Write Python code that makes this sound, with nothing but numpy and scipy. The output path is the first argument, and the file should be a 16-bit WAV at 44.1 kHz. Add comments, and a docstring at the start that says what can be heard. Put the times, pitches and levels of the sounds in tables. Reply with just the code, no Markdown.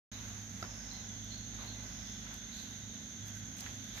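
"""A farm garden at night, heard from a hand-held camera's microphone. From the start a dense cricket
chorus shrills over a lower, farther one, while a distant engine, perhaps a pump, drones under faint frogs.
At 0.6 s the hand bumps the camera and a bush cricket buzzes; a second buzz follows at 1.8 s.
Single insects chirp now and then until about 2.6 s. All along, close up, the hand rubs on the camera
and brushes through leaves, which rustle and tick, most busily near 3.6 s."""
import sys
import numpy as np
from scipy import signal
from scipy.fft import rfft, irfft
from scipy.io import wavfile

SR = 44100
rng = np.random.default_rng(int(sys.argv[2]) if len(sys.argv) > 2 else 0)


def digitize_waveform(pressure):
    """Quantize a signal to 16-bit integers and store it at the path in sys.argv[1].

    Rows of a 2-D input are taken as channels; values are limited to [-1, 1].
    """
    field = np.atleast_2d(pressure).T
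    bounded = np.clip(field, -1, 1)
    quanta = np.round(bounded * 32767).astype(np.int16)
    wavfile.write(sys.argv[1], SR, quanta)


N = 176400
T = np.arange(N) / SR
HZ = np.fft.rfftfreq(N, 1 / SR)

# All levels are relative. Likeness of the left and right channels: f/Hz, correlation
STEREO_LIKENESS = [(30, 0.87), (150, 1), (300, 0.53), (600, 0.86), (1200, 0.017), (2500, 0.052),
                   (6000, 0.048), (15000, 0)]
# Night air and distant rumble: f/Hz, level/dB
AIR_SPECTRUM = [(15, 14), (30, -15), (48, 2.5), (75, 5), (130, 2), (230, 0), (300, -12), (390, -11.5),
                (800, -13.5), (1100, -18.5), (1500, -10), (2500, -15), (4700, -15.5), (7000, -15),
                (8300, -93), (9100, -24), (9600, -22), (10600, -33.5), (12600, -25), (15500, -31.5)]
# Swell of the air's hiss: t/s, level/dB
HISS_SWELL = [(.13, 3), (.5, 0.5), (1.15, 0), (1.5, 0), (2.05, 2), (2.45, -.5), (3.1, -1), (3.4, 0), (4, 2)]
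# Swell of the rumble and of the engine's weaker orders: t/s, level/dB
RUMBLE_SWELL = [(.13, 0), (1, -0.5), (1.8, 1.5), (2.2, 0), (2.5, -1.5), (3.1, -0.5), (3.6, 0.5), (4, -0.5)]
# Pitch of the distant engine's drone, order 8: t/s, f/Hz
DRONE_PITCH = [(0.13, 102.8), (0.23, 103.0), (3.91, 102.9), (4.0, 100.3)]
# Strength of that drone: t/s, level/dB
DRONE_SWELL = [(0.13, -53.5), (0.61, -50.5), (0.89, -60.5), (1.07, -51.5), (1.86, -51), (1.9, -56),
               (2.27, -57), (2.32, -66), (2.87, -51.5), (3.08, -71), (3.2, -51), (3.48, -51), (3.52, -57),
               (3.79, -49), (3.89, -63.5), (4.0, -53)]
# Engine firing, order 4: t/s, level/dB
FIRING_SWELL = [(0.13, -54), (0.57, -66), (0.7, -52.5), (1.05, -59.5), (1.91, -54), (2.92, -63),
                (2.95, -85), (3.27, -61), (3.66, -60), (3.75, -80), (3.95, -56), (4.0, -66)]
# Weaker engine orders: multiple of the shaft rate, level/dB
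WEAK_ORDERS = [(6, -72), (10, -83.5), (12, -71.5), (14, -71.5), (15, -62), (16, -68), (17, -60), (18, -68),
               (19, -65.5), (20, -69), (21, -66.5), (22, -75.5), (25, -75), (27, -79)]
# Far-off frog voices: f/Hz, width/Hz, level/dB
FROG_BANDS = [(1543, 77, -70.5), (2037, 92, -69), (1710, 600, -70.5)]
# Their coming and going: t/s, level/dB
FROG_SWELL = [(.13, 1.5), (.5, -3.5), (.8, 2), (1.2, -1.5), (1.5, 0), (2.0, 1), (2.35, 0.5), (2.9, -1),
              (3.1, -3), (3.35, 3), (3.55, -5), (4, 2)]
# Farther cricket chorus: f/Hz, level/dB
FAR_SPECTRUM = [(2400, -14), (3080, 0), (3300, 3.5), (3460, 3.5), (3620, -3), (3820, 4.5), (4100, 0),
                (4600, -8), (5400, -61)]
# Its swell: t/s, level/dB
FAR_SWELL = [(0.13, -60.5), (0.72, -65.5), (1.08, -59), (1.68, -59.5), (1.92, -62), (2.14, -57.5),
             (2.5, -59.5), (2.57, -56), (2.66, -58), (3.55, -61), (3.6, -59), (4.0, -55)]
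# Pitch of its leading voices: t/s, f/Hz
FAR_LEAD_PITCH = [(.13, 3750), (.7, 3570), (1.0, 3754), (1.15, 3445), (1.5, 3645), (1.7, 3640),
                  (2.05, 3480), (2.4, 3480), (2.7, 3705), (3.0, 3684), (3.25, 3457), (3.6, 3380), (4, 3600)]
# Bush cricket buzzes: start t/s, length/s, level/dB
BUZZ_BURSTS = [(0.61, 0.37, -57.5), (1.818, 0.31, -58.5)]
# Single insects: start t/s, length/s, f/Hz, width/Hz, level/dB
INSECT_CHIRPS = [(0.121, 0.054, 4010, 280, -57.5), (0.892, 0.075, 4170, 200, -53),
                 (1.29, 0.084, 4230, 400, -53), (1.578, 0.076, 3980, 600, -58),
                 (1.653, 0.076, 4180, 300, -54), (2.49, 0.155, 4000, 755, -54.5)]
# Leaves brushed near the microphone: middle t/s, half length/s, level/dB
LEAF_RUSTLES = [(.27, .04, -66), (.42, 0.096, -66.5), (0.623, 0.029, -60.5), (1.64, 0.056, -63.5),
                (1.98, 0.038, -74), (2.353, .03, -63), (2.595, 0.046, -57.5), (2.74, .06, -66),
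                (3.28, 0.023, -57.5), (3.37, 0.026, -58.5), (3.603, 0.017, -55.5), (3.67, 0.06, -59.5),
                (3.88, 0.068, -68), (3.99, 0.03, -54.5)]
# Their colour: f/Hz, level/dB
RUSTLE_SPECTRUM = [(2000, -16), (5000, 9), (7500, 10.5), (8400, -10.5), (9500, -2), (12300, 6),
                   (15500, -4.5)]
# Ticks and scuffs of leaves and twigs, and the scrape just after the camera bump at 0.64 s: t/s, level/dB,
# decay/s, f/Hz, width/octaves
CLOSE_TICKS = [(.5088, -67, .002, 12000, .4), (0.6386, -45, 0.014, 1050, 1),
               (.9343, -56, 0.0027, 12100, 0.24), (1.244, -51.5, 0.0024, 14200, 0.16),
               (1.384, -61, 0.0021, 13500, 0.27), (1.587, -54.5, 0.054, 1250, .65),
               (1.6617, -53, .002, 13500, .4), (1.8338, -55, .002, 14000, 0.25),
               (2.265, -48.5, .01, 1600, 0.46), (2.312, -52, .022, 1550, 0.18),
               (2.3413, -40, 0.0012, 4200, 1.7), (2.6235, -56, .002, 13700, .4),
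               (3.278, -52, .005, 13000, 0.46), (3.566, -56, .004, 11000, 0.6),
               (3.571, -51, .003, 2400, 0.73), (3.578, -50, .002, 11500, 0.56),
               (3.584, -46, 0.0028, 8500, .9), (3.591, -46, .003, 2800, 0.33),
               (3.605, -42, 0.0028, 7990, .8), (3.607, -40.5, 0.0034, 5350, 0.4),
               (3.663, -32.5, 0.0013, 1950, 0.64), (3.667, -48.5, 0.016, 1940, 0.17),
               (3.8412, -55, 0.0016, 13000, .3), (3.977, -40.5, 0.0052, 1674, .25)]
# Hand rubbing on the camera: middle t/s, half length/s, level/dB, grip resonance f/Hz
HAND_RUBS = [(.25, 0.14, -59.5, 1330), (0.676, 0.072, -59, 1300), (0.924, 0.19, -61.5, 730),
             (1.635, 0.041, -54.5, 1400), (1.785, 0.26, -63.5, 700), (2.313, 0.047, -58, 1400),
             (2.6, 0.096, -62.5, 1900), (3.294, 0.02, -61.5, 1512), (3.663, 0.05, -55.5, 1570),
             (3.99, 0.037, -53.5, 1770)]
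# Colour of the rubbing: f/Hz, level/dB
RUB_SPECTRUM = [(20, -35), (100, -30), (400, 0), (850, 5), (1600, -2), (2600, 4.5), (5000, -7.5),
                (9000, -43)]
# Contacts of the one bump: t/s, level/dB, left minus right/dB
BUMP_CONTACTS = [(0.6264, -31.5, -2), (0.6279, -34.5, -8), (0.6294, -36, -9), (0.6415, -42, -6),
                 (0.6494, -40, 10)]
# Modes of the camera's body: f/Hz, level/dB, T60/s
BODY_MODES = [(430, -6.5, 0.017), (706, -6, 0.01), (1310, -0.5, 0.011), (1780, -16, 0.0069),
              (3020, -13, 0.008), (3950, -9, 0.0082), (4960, -2, 0.0064)]
# Nearer cricket chorus: f/Hz, level/dB
CHORUS_SPECTRUM = [(5000, -39), (5650, -13.5), (5900, -2), (6120, 2), (6370, 5), (6630, 2), (6880, -3.5),
                   (7130, -16), (7520, -14), (8100, -74), (9000, -54)]
# Its swell: t/s, level/dB
CHORUS_SWELL = [(.13, -50), (.8, -51), (1.15, -49), (1.7, -50), (4, -50)]


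def amp(db):
    """Decibels to gain."""
    return 10 ** (np.asarray(db) / 20)


def unit(x):
    """Scales to rms 1."""
    return x / np.sqrt(np.mean(x ** 2) + 1e-20)


def spectrum(points):
    """A frequency table at every FFT bin."""
    hz, value = np.transpose(points)
    return np.interp(np.log(HZ + 1), np.log(hz), value)


def curve(points):
    """A time table at every sample."""
    return np.interp(T, *np.transpose(points))


def swell(middle, half):
    """A smooth rise and fall around one moment."""
    return np.exp(-.5 * ((T - middle) / half) ** 2)


def pan(db):
    """Channel gains for a left-minus-right level."""
    return amp(np.array([[db], [-db]]) / 2)


def band(hz, width):
    """Gain of a resonant peak at every FFT bin."""
    return 1 / (1 + ((HZ - hz) / (.75 * width)) ** 2) ** 1.5


def drift(hz):
    """Slow random motion of rms 1."""
    return unit(irfft(rfft(rng.standard_normal(N)) / (1 + (HZ / hz) ** 4), N))


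def noise(gain):
    """Stereo noise of a given spectrum, alike on both sides of the microphone in the bass."""
    left, other = rfft(rng.standard_normal((2, N)))
    likeness = spectrum(STEREO_LIKENESS)
    right = likeness * left + np.sqrt(1 - likeness ** 2) * other
    return unit(irfft(np.array([left, right]) * gain, N))


def friction(gain, snaps_per_s=1200, spread_db=5, snap_share=0.28):
    """A hiss mixed with tiny snaps of uneven size."""
    sizes = amp(spread_db * np.minimum(rng.exponential(1, N), 3))
    sizes *= rng.random(N) < snaps_per_s / SR
    snaps = unit(irfft(rfft(sizes * rng.standard_normal((2, N))) * gain, N))
    return np.sqrt(snap_share) * snaps + np.sqrt(1 - snap_share) * noise(gain)


def wing_strokes(hz, jitter):
    """A sharp rise and a decay with each stroke of the wings."""
    cycles = rng.random() + np.cumsum(hz * (1 + jitter * drift(6))) / SR
    return unit(np.exp(-(cycles % 1)))


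def garden_echo(x, t60_s=0.67):
    """Diffuse echo from the vegetation."""
    tail = rng.standard_normal((2, SR)) * amp(-60 * T[:SR] / t60_s)
    return signal.fftconvolve(x, tail / np.linalg.norm(tail[0]), axes=1)[:, :N]


def night_air(split_hz=900):
    """Distant rumble and soft hiss all round; each swells and sinks."""
    whole = noise(amp(spectrum(AIR_SPECTRUM)))
    rumble = irfft(rfft(whole) / (1 + (HZ / split_hz) ** 4), N)
    air = (whole - rumble) * amp(curve(HISS_SWELL)) + rumble * amp(curve(RUMBLE_SWELL))
    return air * amp(-51 + .5 * drift(6.6))


def distant_engine(waver_depth=0.36):
    """Orders of a steady engine off to the right; the weaker ones waver on their way through the air."""
    shaft_phase = 2 * np.pi * np.cumsum(curve(DRONE_PITCH) / 8) / SR
    strong, weak = np.zeros((2, N))
    for order, levels in [(4, FIRING_SWELL), (8, DRONE_SWELL)]:
        strong += amp(curve(levels)) * np.cos(order * shaft_phase + 2 * np.pi * rng.random())
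    for order, db in WEAK_ORDERS:
        waver = 1 + waver_depth * (drift(9.6) + 1j * drift(3.4))  # in level and phase
        tone = np.exp(1j * (order * shaft_phase + 2 * np.pi * rng.random()))
        weak += amp(db) * (waver * tone).real
    return np.sqrt(2) * (amp(-0.8) * strong + amp(curve(RUMBLE_SWELL)) * weak) * pan(db=-4.5)


def far_frogs():
    """Many frogs, far off to the right, blur into throbbing bands that come and go."""
    voices = sum(amp(db + 2.2 * drift(8.6)) * noise(band(hz, width)) for hz, width, db in FROG_BANDS)
    return pan(db=-4) * amp(curve(FROG_SWELL)) * voices


def far_crickets():
    """A lower chorus farther out, whose centre wanders as different voices take the lead."""
    carrier_hz = 3550  # this band is shifted to follow the leading pitch
    shift = np.exp(2j * np.pi * np.cumsum(curve(FAR_LEAD_PITCH) - carrier_hz) / SR)
    lead = (signal.hilbert(noise(band(carrier_hz, width=320))) * shift).real
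    others = noise(amp(spectrum(FAR_SPECTRUM)))
    return (amp(-2) * lead + amp(-1.5) * others) * amp(curve(FAR_SWELL) + drift(11))


def bush_cricket(stroke_hz=96.5, edge_s=0.057, echo_db=-2, fade_db_per_s=33):
    """Even, rasping bursts of fast wing strokes, which linger among the plants."""
    direct, echo = np.zeros((2, N))
    for start, length, db in BUZZ_BURSTS:
        direct += amp(db) * np.clip(np.minimum(T - start, start + length - T) / edge_s, 0, 1)
        build_up = np.clip((T - start) / length, 0, 1)
        fade_db = fade_db_per_s * np.maximum(T - start - length, 0)
        echo += amp(db + echo_db - fade_db) * build_up
    colour = band(hz=5420, width=740)
    return direct * noise(colour) * wing_strokes(stroke_hz, jitter=0.0053) + echo * noise(colour)


def insect_chirps(stroke_hz=85.3, echo_db=1):
    """Short pulsed chirps of single insects swell and die away among the leaves."""
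    direct = np.zeros((2, N))
    for start, length, hz, width, db in INSECT_CHIRPS:
        arch = np.sin(np.pi * np.clip((T - start) / length, 0, 1))
        direct += amp(db) * arch * noise(band(hz, width)) * wing_strokes(stroke_hz, jitter=0.057)
    return direct + amp(echo_db) * garden_echo(direct)


def leaves():
    """Leaves and twigs rustle and tick as the hand brushes through, close to the microphone; a scrape follows
    the camera bump."""
    brushing = sum(amp(db) * swell(middle, half) for middle, half, db in LEAF_RUSTLES)
    out = brushing * friction(amp(spectrum(RUSTLE_SPECTRUM)))
    for start, db, decay, hz, octaves in CLOSE_TICKS:
        envelope = (T >= start) * np.exp(-abs(T - start) / decay)
        colour = np.exp(-.5 * (np.log2((HZ + 1) / hz) / octaves) ** 2)
        out += amp(db) * envelope * noise(colour)
    return out


def hand_rubs():
    """Handling noise: the hand rubs on the camera, each grip with its own resonance."""
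    out = np.zeros((2, N))
    for middle, half, db, hz in HAND_RUBS:
        grip = 1 + amp(3) * band(hz, width=1040)
        out += amp(db) * swell(middle, half) * friction(amp(spectrum(RUB_SPECTRUM)) * grip)
    return out


def camera_bump(attack_s=0.00022, left_lag_s=0.00013):
    """A knock and a short rattle ring the camera's body, reaching the left microphone later."""
    out = np.zeros((2, N))
    t = np.maximum(T[:SR // 10] - np.array([[left_lag_s], [0]]), 0)
    ring = sum(amp(db - 60 * t / t60) * np.sin(2 * np.pi * hz * t) for hz, db, t60 in BODY_MODES)
    ring *= np.minimum(t / attack_s, 1)
    for start, db, pan_db in BUMP_CONTACTS:
        first = round(start * SR)
        out[:, first:first + ring.shape[1]] += amp(db) * pan(pan_db) * ring
    return out


def cricket_chorus(groups=6, pulse_depth=0.08):
    """Groups of crickets in the garden, each stroking at its own rate, merge into one shrill chorus."""
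    chorus = np.zeros((2, N))
    for _ in range(groups):
        shrill = noise(amp(spectrum(CHORUS_SPECTRUM)))
        stroke_hz = 44.7 * rng.uniform(0.55, 1.5)
        chorus += shrill * (1 - pulse_depth + pulse_depth * wing_strokes(stroke_hz, jitter=0.078))
    return amp(curve(CHORUS_SWELL)) * unit(chorus)


def scene():
    """The garden sits a little right of the microphone's axis; engine and bump are placed separately."""
    insects = cricket_chorus() + far_crickets() + insect_chirps() + bush_cricket()
    garden = insects + far_frogs() + night_air() + leaves() + hand_rubs()
    return garden * pan(db=-4) + distant_engine() + camera_bump()


def record(dry, open_s=0.116, low_cut_hz=30, high_cut_hz=15600):
    """The microphone opens after a moment of silence and drops the deepest bass and the top treble."""
    opened = dry * np.clip((T - open_s) / .001, 0, 1)
    low_cut = signal.butter(3, low_cut_hz, "highpass", fs=SR, output="sos")
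    high_cut = signal.firwin(511, high_cut_hz, window=("kaiser", 9), fs=SR)
    return signal.oaconvolve(signal.sosfilt(low_cut, opened), high_cut[None], "same")


dry = scene()
out = record(dry)
digitize_waveform(out)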